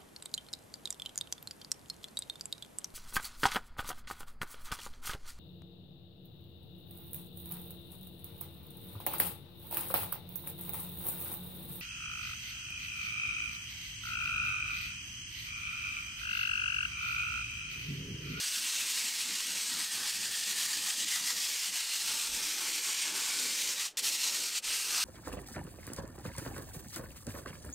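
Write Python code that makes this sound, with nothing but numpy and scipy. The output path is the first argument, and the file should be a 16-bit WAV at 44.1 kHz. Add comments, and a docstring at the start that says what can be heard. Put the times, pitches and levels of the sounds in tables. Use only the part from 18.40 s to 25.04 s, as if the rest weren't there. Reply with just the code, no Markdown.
"""Hand sanding in a van

An abrasive sheet is rubbed by hand to and fro along a worktop edge inside a van, with one short pause.
Dense random grit clicks, filtered and swelling with each stroke, make the scratch.
The same clicks ring the edge and drum the cabinet below.
Low noise makes puffs of air on a mono microphone, over the quiet noise of the van.
"""
import sys
import numpy as np
from scipy import signal
from scipy.io import wavfile
from scipy.ndimage import uniform_filter1d

SR = 44100
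rng = np.random.default_rng(int(sys.argv[2]) if len(sys.argv) > 2 else 0)


def inscribe(sig):
    """Save sig as 16-bit PCM at rate SR to the path in sys.argv[1].

    A 1-D sig is mono; a 2-D sig holds one channel per row.
    Samples are clipped to [-1, 1] before scaling.
    """
    pcm = np.round(np.clip(np.atleast_2d(sig).T, -1, 1) * 32767)
    wavfile.write(sys.argv[1], SR, pcm.astype(np.int16))


def ratio_of_db(decibels):
    """Turn decibels (scalar or array-like) into linear amplitude factors; 0 dB maps to 1."""
    return 10 ** (np.asarray(decibels, float) / 20)


N = 292824  # length in samples


def grit():
    """Grains of abrasive catch at random; the sheet grabs harder or softer in short steps."""
    per_s, spread_db = 16000, 1.5
    grab_db, grab_s = -0.92, 0.0082
    clicks = (rng.random(N) < per_s / SR) * rng.choice([-1., 1.], N)
    clicks *= ratio_of_db(spread_db * np.minimum(rng.exponential(1, N), 3))
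    step = (np.arange(N) / SR / grab_s).astype(int)
    grabs = rng.standard_normal(2000)[step]
    return evened(clicks * ratio_of_db(grab_db * uniform_filter1d(grabs, size=40)))


# How deeply the many close room modes of the van ripple the spectrum, drifting slowly. # Each row: frequency in
# Hz, depth in dB.
VAN_RIPPLE = [(330, .5), (600, 3), (1500, 2.5), (3000, 1.4), (12000, 1)]


def van_modes(clicks):
    """The van's close room modes give narrow peaks and dips that last a few strokes."""
    def ripple(hz, frames):
        draw = rng.standard_normal((len(frames), len(hz)))
        return read(VAN_RIPPLE, hz)[:, None] * drifting(draw, frames_wide=30, bins_wide=2)

    return evened(shaped(clicks, ripple, size=2048))


# The strokes of the hand. Each row: time the hand turns in seconds, scratch level at the turn in dB,
# level at full speed in dB, share of the stroke (0 to 1) where full speed comes, sharpness of the grit in dB.
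STROKES = [(0.0, -31, -34, 0.43, 0), (0.1, -35.9, -33.1, 0.65, 1.5), (0.21, -36, -33, 0.54, 0.6),
           (0.33, -33.5, -33.4, 0.48, 0.6), (0.395, -35.2, -32.5, 0.35, 1.0), (0.454, -36, -33.5, 0.61, 2),
           (0.535, -34.5, -32.5, 0.58, 0.5), (0.63, -35.9, -34, 0.35, -0.0), (0.733, -36, -33.9, 0.72, 1),
           (0.86, -37.2, -35.5, 0.5, -1), (0.913, -36, -34.5, 0.3, -1), (1.068, -36, -34.4, 0.6, -0.0),
           (1.152, -36, -34.2, 0.48, 0), (1.242, -36, -34.5, 0.5, -0.5), (1.367, -36.5, -33.4, 0.48, 0.5),
           (1.477, -39.5, -34, 0.57, 0.9), (1.611, -37, -34, 0.53, 1), (1.72, -36, -35, 0.53, 0.8),
           (1.796, -38.5, -34, 0.43, -1), (1.886, -37.5, -35, 0.75, 2), (1.99, -34, -35.5, 0.4, -0.5),
           (2.065, -36.6, -32.5, 0.46, 1.5), (2.14, -37.5, -32.5, 0.56, 2), (2.275, -36.5, -33.5, 0.4, 0.2),
           (2.415, -37, -33, 0.54, 2), (2.554, -37.1, -33, 0.55, -1.5), (2.659, -37, -31.5, 0.46, 1.1),
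           (2.819, -37, -32, 0.53, 1.2), (2.943, -38.5, -33, 0.34, 1), (3.168, -35, -33.5, 0.55, 1),
           (3.317, -40.3, -32.5, 0.37, 1), (3.467, -38, -33.5, 0.62, 1), (3.58, -35, -34.5, 0.49, 0.5),
           (3.642, -38.0, -33, 0.51, 0.5), (3.746, -35.5, -33.5, 0.52, 1.3), (3.886, -37, -34, 0.7, 1.8),
           (4.006, -36.5, -34, 0.36, 2), (4.161, -37, -35.5, 0.58, 2.5), (4.27, -35.3, -33.5, 0.57, 1.3),
           (4.42, -38, -33, 0.35, 1), (4.555, -36, -31.5, 0.64, -2), (4.659, -35, -33.5, 0.2, -2),
           (4.734, -38.4, -33.5, 0.5, 1.3), (4.839, -34.5, -33.0, 0.74, -0.5),
           (4.969, -33.5, -33, 0.1, 0.5), (5.083, -35, -32.5, 0.63, 0.5), (5.273, -34, -32.6, 0.25, -0.5),
           (5.358, -38.8, -33.8, 0.4, -0.5), (5.56, -31, -32, 0.7, 2), (5.617, -32.5, -29.5, 0.56, 2.1),
           (5.715, -37.5, -32.5, 0.36, 1.9), (5.777, -36.7, -31.0, 0.51, 0),
           (5.922, -36.1, -33.7, 0.3, 0.7), (6.011, -36, -34.5, 0.37, 0.1), (6.116, -38, -33, 0.8, -0.5),
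           (6.2, -31.5, -35.5, 0.9, -1), (6.27, -36, -32.5, 0.27, 2), (6.47, -36, -31.0, 0.53, 1),
           (6.7, -34.0, -33.0, 0.5, 1.0)]


def hand(t):
    """Scratch level in dB: an arch of speed from turn to turn, lowered further at the dropouts."""
    turn_s, turn_db, full_db, share, _ = np.transpose(STROKES)
    place = np.interp(t, turn_s, np.arange(len(turn_s)))
    stroke = place.astype(int)
    lean = np.log(.5) / np.log(np.clip(share, .1, .9))  # puts the top of the arch at its share
    arch = np.abs(np.sin(np.pi * (place % 1) ** lean[stroke])) ** 0.88  # under 1 the arch is squarer
    return (1 - arch) * np.interp(t, turn_s, turn_db) + arch * full_db[stroke] + dropouts(t)


# The scratch drops out: a short pause, a deep dip at a turn, and a brief cut near 6.2 s.
# Each row: start in seconds, fade in dB per second, deepest drop in dB,
# return in dB per second, end in seconds.
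DROPOUTS = [(5.462, 410, 36, 40000, 5.5712), (5.594, 480, 14, 500, 5.642), (6.185, 1000, 29, 850, 6.245)]


def dropouts(t):
    """Change in dB where the scratch drops out: a straight fade, a floor and a straight return."""
    return -sum(np.clip(np.minimum(fade_db * (t - start), return_db * (end - t)), 0, deep_db)
                for start, fade_db, deep_db, return_db, end in DROPOUTS)


# The tone of the scratch. Each row: frequency in Hz, relative level in dB per Hz.
SCRATCH_TONE = [(350, -51), (600, -43), (700, -14), (880, -15), (1080, -10.5), (1500, -7.5), (1800, -6.5),
                (2900, -2), (3800, -2), (4340, 0), (5330, -0.5), (7400, -1.5), (8600, -2), (9800, -9),
                (13000, -12), (14500, -14), (15700, -20.5)]
# The hand leans in about every second stroke and the low scratch swells.
# Each row: time in seconds, swell in dB.
DRAGS = [(0.0, 0.5), (0.25, 1), (0.47, 2), (0.7, 3), (0.91, 5.5), (1.14, 4.5), (1.38, 7.5), (1.63, 8.5),
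         (1.89, 4.5), (2.07, 3), (2.245, 5), (2.48, 7.3), (2.77, 5.5), (2.92, 3.5), (3.14, 3), (3.32, 3),
         (3.46, 4), (3.7, 6), (3.87, 5), (4.03, 6.5), (4.235, 8.5), (4.49, 7), (4.74, 8.5), (4.9, 6.5),
         (5.05, 5.5), (5.36, 4.5), (5.6, 1), (5.93, 5), (6.08, 3.5), (6.28, 6.5), (6.505, 6), (6.64, 7)]


def scratch(drive):
    """The grit heard through the air; its colour drifts in patches as the sheet bends."""
    drag_s, drag_rest_db = 0.17, -5

    def colour(hz, frames):
        turn_s, *_, sharp = np.transpose(STROKES)
        middle_s = (turn_s[:-1] + turn_s[1:]) / 2
        sharp_db = np.interp(frames, middle_s, sharp[:-1])
        at_s, lean_db = np.transpose(DRAGS)
        away = 2 * (frames[:, None] - at_s) / drag_s
        drag_db = drag_rest_db + (lean_db * np.exp(-away ** 2)).sum(axis=1)
        patches = rng.standard_normal((len(frames), len(hz)))
        quick = drifting(patches, frames_wide=16, bins_wide=5)
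        slow = drifting(patches, frames_wide=140, bins_wide=8)
        top = np.clip((hz[:, None] - 7500) / 3000, 0, 1)
        bottom = np.clip((1900 - hz[:, None]) / 500, 0, 1)
        moves = top * sharp_db + bottom * drag_db
        return read(SCRATCH_TONE, hz)[:, None] + moves + 0.85 * quick + 0.59 * slow

    return ratio_of_db(0.01) * evened(shaped(drive, colour, size=512))


# The edge rings in a band that shifts with the place of the hand.
# Each row: time in seconds, frequency in Hz, width in Hz, level over the scratch in dB.
EDGE = [(0, 2750, 500, -22), (1.2, 2740, 500, -26), (1.32, 1890, 300, -34), (1.42, 1800, 280, -19),
        (2.0, 1820, 280, -19), (2.62, 1840, 300, -19), (2.72, 1960, 450, -20), (2.9, 1960, 400, -21),
        (3.0, 1800, 450, -24), (3.1, 2870, 500, -43), (3.27, 3000, 500, -18), (3.85, 2530, 550, -24.5),
        (4.5, 2230, 500, -16.5), (5.3, 2380, 550, -21), (5.7, 2730, 600, -29), (6.3, 2600, 700, -21),
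        (6.64, 2650, 750, -21)]
# Two rubs ring the edge harder. Each row: time in seconds, length in seconds, extra level in dB.
HARD_RUBS = [(2.746, .08, 9), (2.884, 0.055, 10.5)]


def edge(drive, t):
    """A ring of the edge strip that wavers and comes in patches; a narrow and a broad mode share it."""
    narrow_hz, broad_hz = 250, 750  # widths of the two modes
    hz, width, level_db = curves(EDGE, t)
    for at_s, length, extra_db in HARD_RUBS:
        level_db = level_db + extra_db * np.exp(-(2 * (t - at_s) / length) ** 2)
    waver, patchy = (evened(uniform_filter1d(v, size=2500)) for v in rng.standard_normal((2, N)))
    wavering_hz = hz * (1 + 0.02 * waver)
    narrow = evened(resonate(drive, wavering_hz, narrow_hz))
    broad = evened(resonate(drive, wavering_hz, broad_hz))
    share = np.clip((width - narrow_hz) / (broad_hz - narrow_hz), 0, 1)
    return ratio_of_db(level_db + 1.5 * patchy) * ((1 - share) * narrow + share * broad)


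# Each push of the hand drums the cabinet.
# Each row: time in seconds, length in seconds, carcass level in dB, top panel level in dB.
PUSHES = [(0.195, 0.15, -62.5, -74), (0.437, 0.14, -61.0, -66), (0.666, 0.22, -64, -64.5),
          (0.906, 0.11, -57, -62.0), (1.147, 0.13, -56, -58.5), (1.362, 0.13, -56.5, -63.0),
          (1.605, 0.14, -57, -57.5), (1.84, 0.17, -57.5, -62), (2.14, 0.29, -60.5, -63.5),
          (2.39, 0.17, -60, -64.0), (2.623, 0.11, -56, -61.5), (2.824, 0.09, -58.5, -74),
          (2.954, 0.11, -61, -63), (3.118, 0.09, -68, -60.5), (3.317, 0.07, -60, -71),
          (3.728, 0.15, -60.5, -58.5), (3.977, 0.19, -57.0, -57.0), (4.107, 0.14, -64, -63),
          (4.276, 0.26, -60.5, -56), (4.503, 0.074, -61.0, -58), (4.739, 0.18, -57.5, -55.5),
          (5.04, 0.24, -57, -55), (5.28, 0.2, -63, -56), (5.606, 0.19, -66, -61),
          (5.684, 0.12, -60.0, -58.5), (5.96, 0.25, -60.5, -57), (6.31, 0.12, -62.0, -58.5),
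          (6.513, 0.14, -63.5, -57)]
# The balance of high and low drumming shifts as the hand moves; above zero favours the small, high panels.
# Each row: time in seconds, carcass tilt in dB per octave, top panel tilt in dB per octave.
PLACE = [(0, -4.5, -2), (1, -3.5, 1), (2, -7.5, 1), (2.6, -0.5, -1), (3.2, -2, -2), (3.7, -8.5, -3),
         (4.0, 6, 4), (4.3, 12, 3), (5, 6, -2), (5.6, -2, -1), (6, 9, -2), (6.64, -6, 0)]
# Modes of the cabinet's carcass. Each row: frequency in Hz, width in Hz, relative level in dB.
CARCASS = [(110, 11, -9.5), (188.4, 23, 0.5), (219, 21.6, 0.5), (258.4, 18, 2.5), (314.4, 32, 2.5)]
# Modes of the top panel. Each row: frequency in Hz, width in Hz, relative level in dB.
PANEL = [(404, 54, 5), (488.6, 103, 6.5), (565, 170, 6), (877, 270, 3.5)]


def cabinet(drive, t):
    """Carcass and top panel modes rung by the rubbing."""
    rest_levels_db = -78, -76  # carcass, top panel
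    dropout_share = .3  # share of a dropout's dB that reaches the cabinet
    coarse = t[::100]
    at_s, length_s, *push_levels_db = np.transpose(PUSHES)
    parts = zip(push_levels_db, rest_levels_db, (CARCASS, PANEL), curves(PLACE, t))
    sound = 0
    for push_db, rest_db, modes, slope_db in parts:
        level_db = np.interp(t, coarse, swells(coarse, at_s, length_s, push_db, rest_db))
        sound = sound + ratio_of_db(level_db) * ring(drive, modes, slope_db)
    return ratio_of_db(dropout_share * dropouts(t)) * sound


# The strongest puffs of air on the microphone. Each row: time in seconds, length in seconds, level in dB.
PUFFS = [(.15, .25, -80), (.87, .15, -79), (1.2, .22, -78), (1.42, .12, -79), (1.62, .1, -85),
         (1.87, .12, -85), (2.1, .15, -88), (2.3, .1, -90), (3.0, .1, -79), (3.3, .15, -80),
         (3.936, .06, -54), (4.07, .16, -68), (4.25, .1, -72), (4.92, .12, -68), (5.1, .1, -71),
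         (5.25, .15, -79), (5.65, .3, -82), (6.28, .07, -66), (6.482, .12, -69)]
# Faint air between puffs. Each row: time in seconds, level in dB.
DRAUGHT = [(0, -97), (2.42, -102), (2.55, -88), (3.8, -83), (4.6, -84), (5.4, -85), (6.64, -84)]


def puffs(t):
    """Air pushing on the microphone: lumpy low noise that swells at each puff."""
    band = signal.butter(2, [14, 52], "band", fs=SR, output="sos")
    low = signal.sosfilt(band, rng.standard_normal(N))
    coarse = t[::100]
    level_db = swells(coarse, *np.transpose(PUFFS), curves(DRAUGHT, coarse)[0])
    return ratio_of_db(np.interp(t, coarse, level_db)) * evened(low)


# The tone of the quiet background. Each row: frequency in Hz, relative level in dB per Hz.
HUSH_TONE = [(20, -42), (70, -25), (110, -13.5), (400, -6.5), (700, -9), (3000, -16.5), (8000, -33),
             (16000, -48)]


def hush():
    """The quiet background of the open van: steady noise, mostly low and middle tones."""
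    noise = shaped(rng.standard_normal(N), lambda hz, t: read(HUSH_TONE, hz)[:, None], size=4096)
    return ratio_of_db(-64) * evened(noise)


def evened(x):
    """Scales to rms 1."""
    return x / np.sqrt(np.mean(x ** 2) + 1e-20)


def read(points, hz):
    """Reads a table on a log-frequency axis."""
    f, value = np.transpose(points)
    return np.interp(np.log(hz + 1), np.log(f + 1), value)


def curves(rows, t):
    """Reads every column of a table at the times t."""
    s, *columns = np.transpose(rows)
    return [np.interp(t, s, c) for c in columns]


def swells(t, at_s, length_s, peak_db, rest_db):
    """Bell-shaped swells, 5.2 dB down half a length from the peak, over a resting level."""
    away = 2 * (t[:, None] - np.asarray(at_s)) / np.maximum(length_s, .02)
    power = (ratio_of_db(np.asarray(peak_db) - 5.2 * away ** 2) ** 2).sum(axis=1)
    return 10 * np.log10(power + ratio_of_db(rest_db) ** 2)


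def drifting(draw, frames_wide, bins_wide):
    """Smooths random draws over time and frequency into patches of rms 1."""
    over_time = uniform_filter1d(draw, size=frames_wide, axis=0, mode="wrap")
    return evened(uniform_filter1d(over_time, size=bins_wide, axis=1)).T


def shaped(x, field_db, size):
    """Multiplies the short-time spectrum by a dB field built from frequency and time."""
    hz, t, z = signal.stft(x, SR, nperseg=size, noverlap=size * 3 // 4)
    return signal.istft(z * ratio_of_db(field_db(hz, t)), SR, nperseg=size, noverlap=size * 3 // 4)[1][:N]


def resonate(x, hz, width):
    """A resonance that can glide: shifts the curve hz down to zero, smooths twice, and shifts back."""
    turn = np.exp(2j * np.pi * np.cumsum(hz * np.ones(N)) / SR)
    r = np.exp(-np.pi * width / SR)
    once = signal.lfilter([1 - r], [1, -r], x / turn)
    twice = signal.lfilter([1 - r], [1, -r], once)
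    return 2 * (turn * twice).real


def ring(drive, modes, slope_db):
    """Rings a set of modes at about rms 1, tilted around the second towards the high or low ones."""
    gains = [ratio_of_db(db + slope_db * np.log2(hz / modes[1][0])) for hz, _, db in modes]
    sound = sum(g * evened(resonate(drive, hz, width)) for g, (hz, width, _) in zip(gains, modes))
    return sound / np.sqrt(sum(g ** 2 for g in gains))


def scene():
    """Mixes all sources, alike in both channels."""
    t = np.arange(N) / SR
    drive = van_modes(grit())
    stroke_db = hand(t)
    air = scratch(drive) + edge(drive, t)
    dull = signal.sosfiltfilt(signal.butter(1, 6000, fs=SR, output="sos"), air)
    speed = np.clip((stroke_db + 71) / 22, 0, 1)  # a slowing sheet loses its treble first
    rubbing = ratio_of_db(stroke_db) * (speed * air + (1 - speed) * dull)
    low_cut = signal.butter(3, 75, "high", fs=SR, output="sos")
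    solid = signal.sosfilt(low_cut, rubbing + cabinet(drive, t) + hush())
    mono = solid + puffs(t)
    return np.array([mono, mono])


def low_pass(x):
    """Removes everything above the highest recorded frequency."""
    return signal.sosfilt(signal.butter(12, 16580, fs=SR, output="sos"), x)


def record(dry):
    """Filters off the treble above about 15780 Hz and finishes the mix."""
    limit = signal.firwin(801, 15780, window=("kaiser", 8), fs=SR)
    mix = signal.oaconvolve(dry, limit[None], "same")
    return low_pass(mix)


dry = scene()
out = record(dry)
inscribe(out)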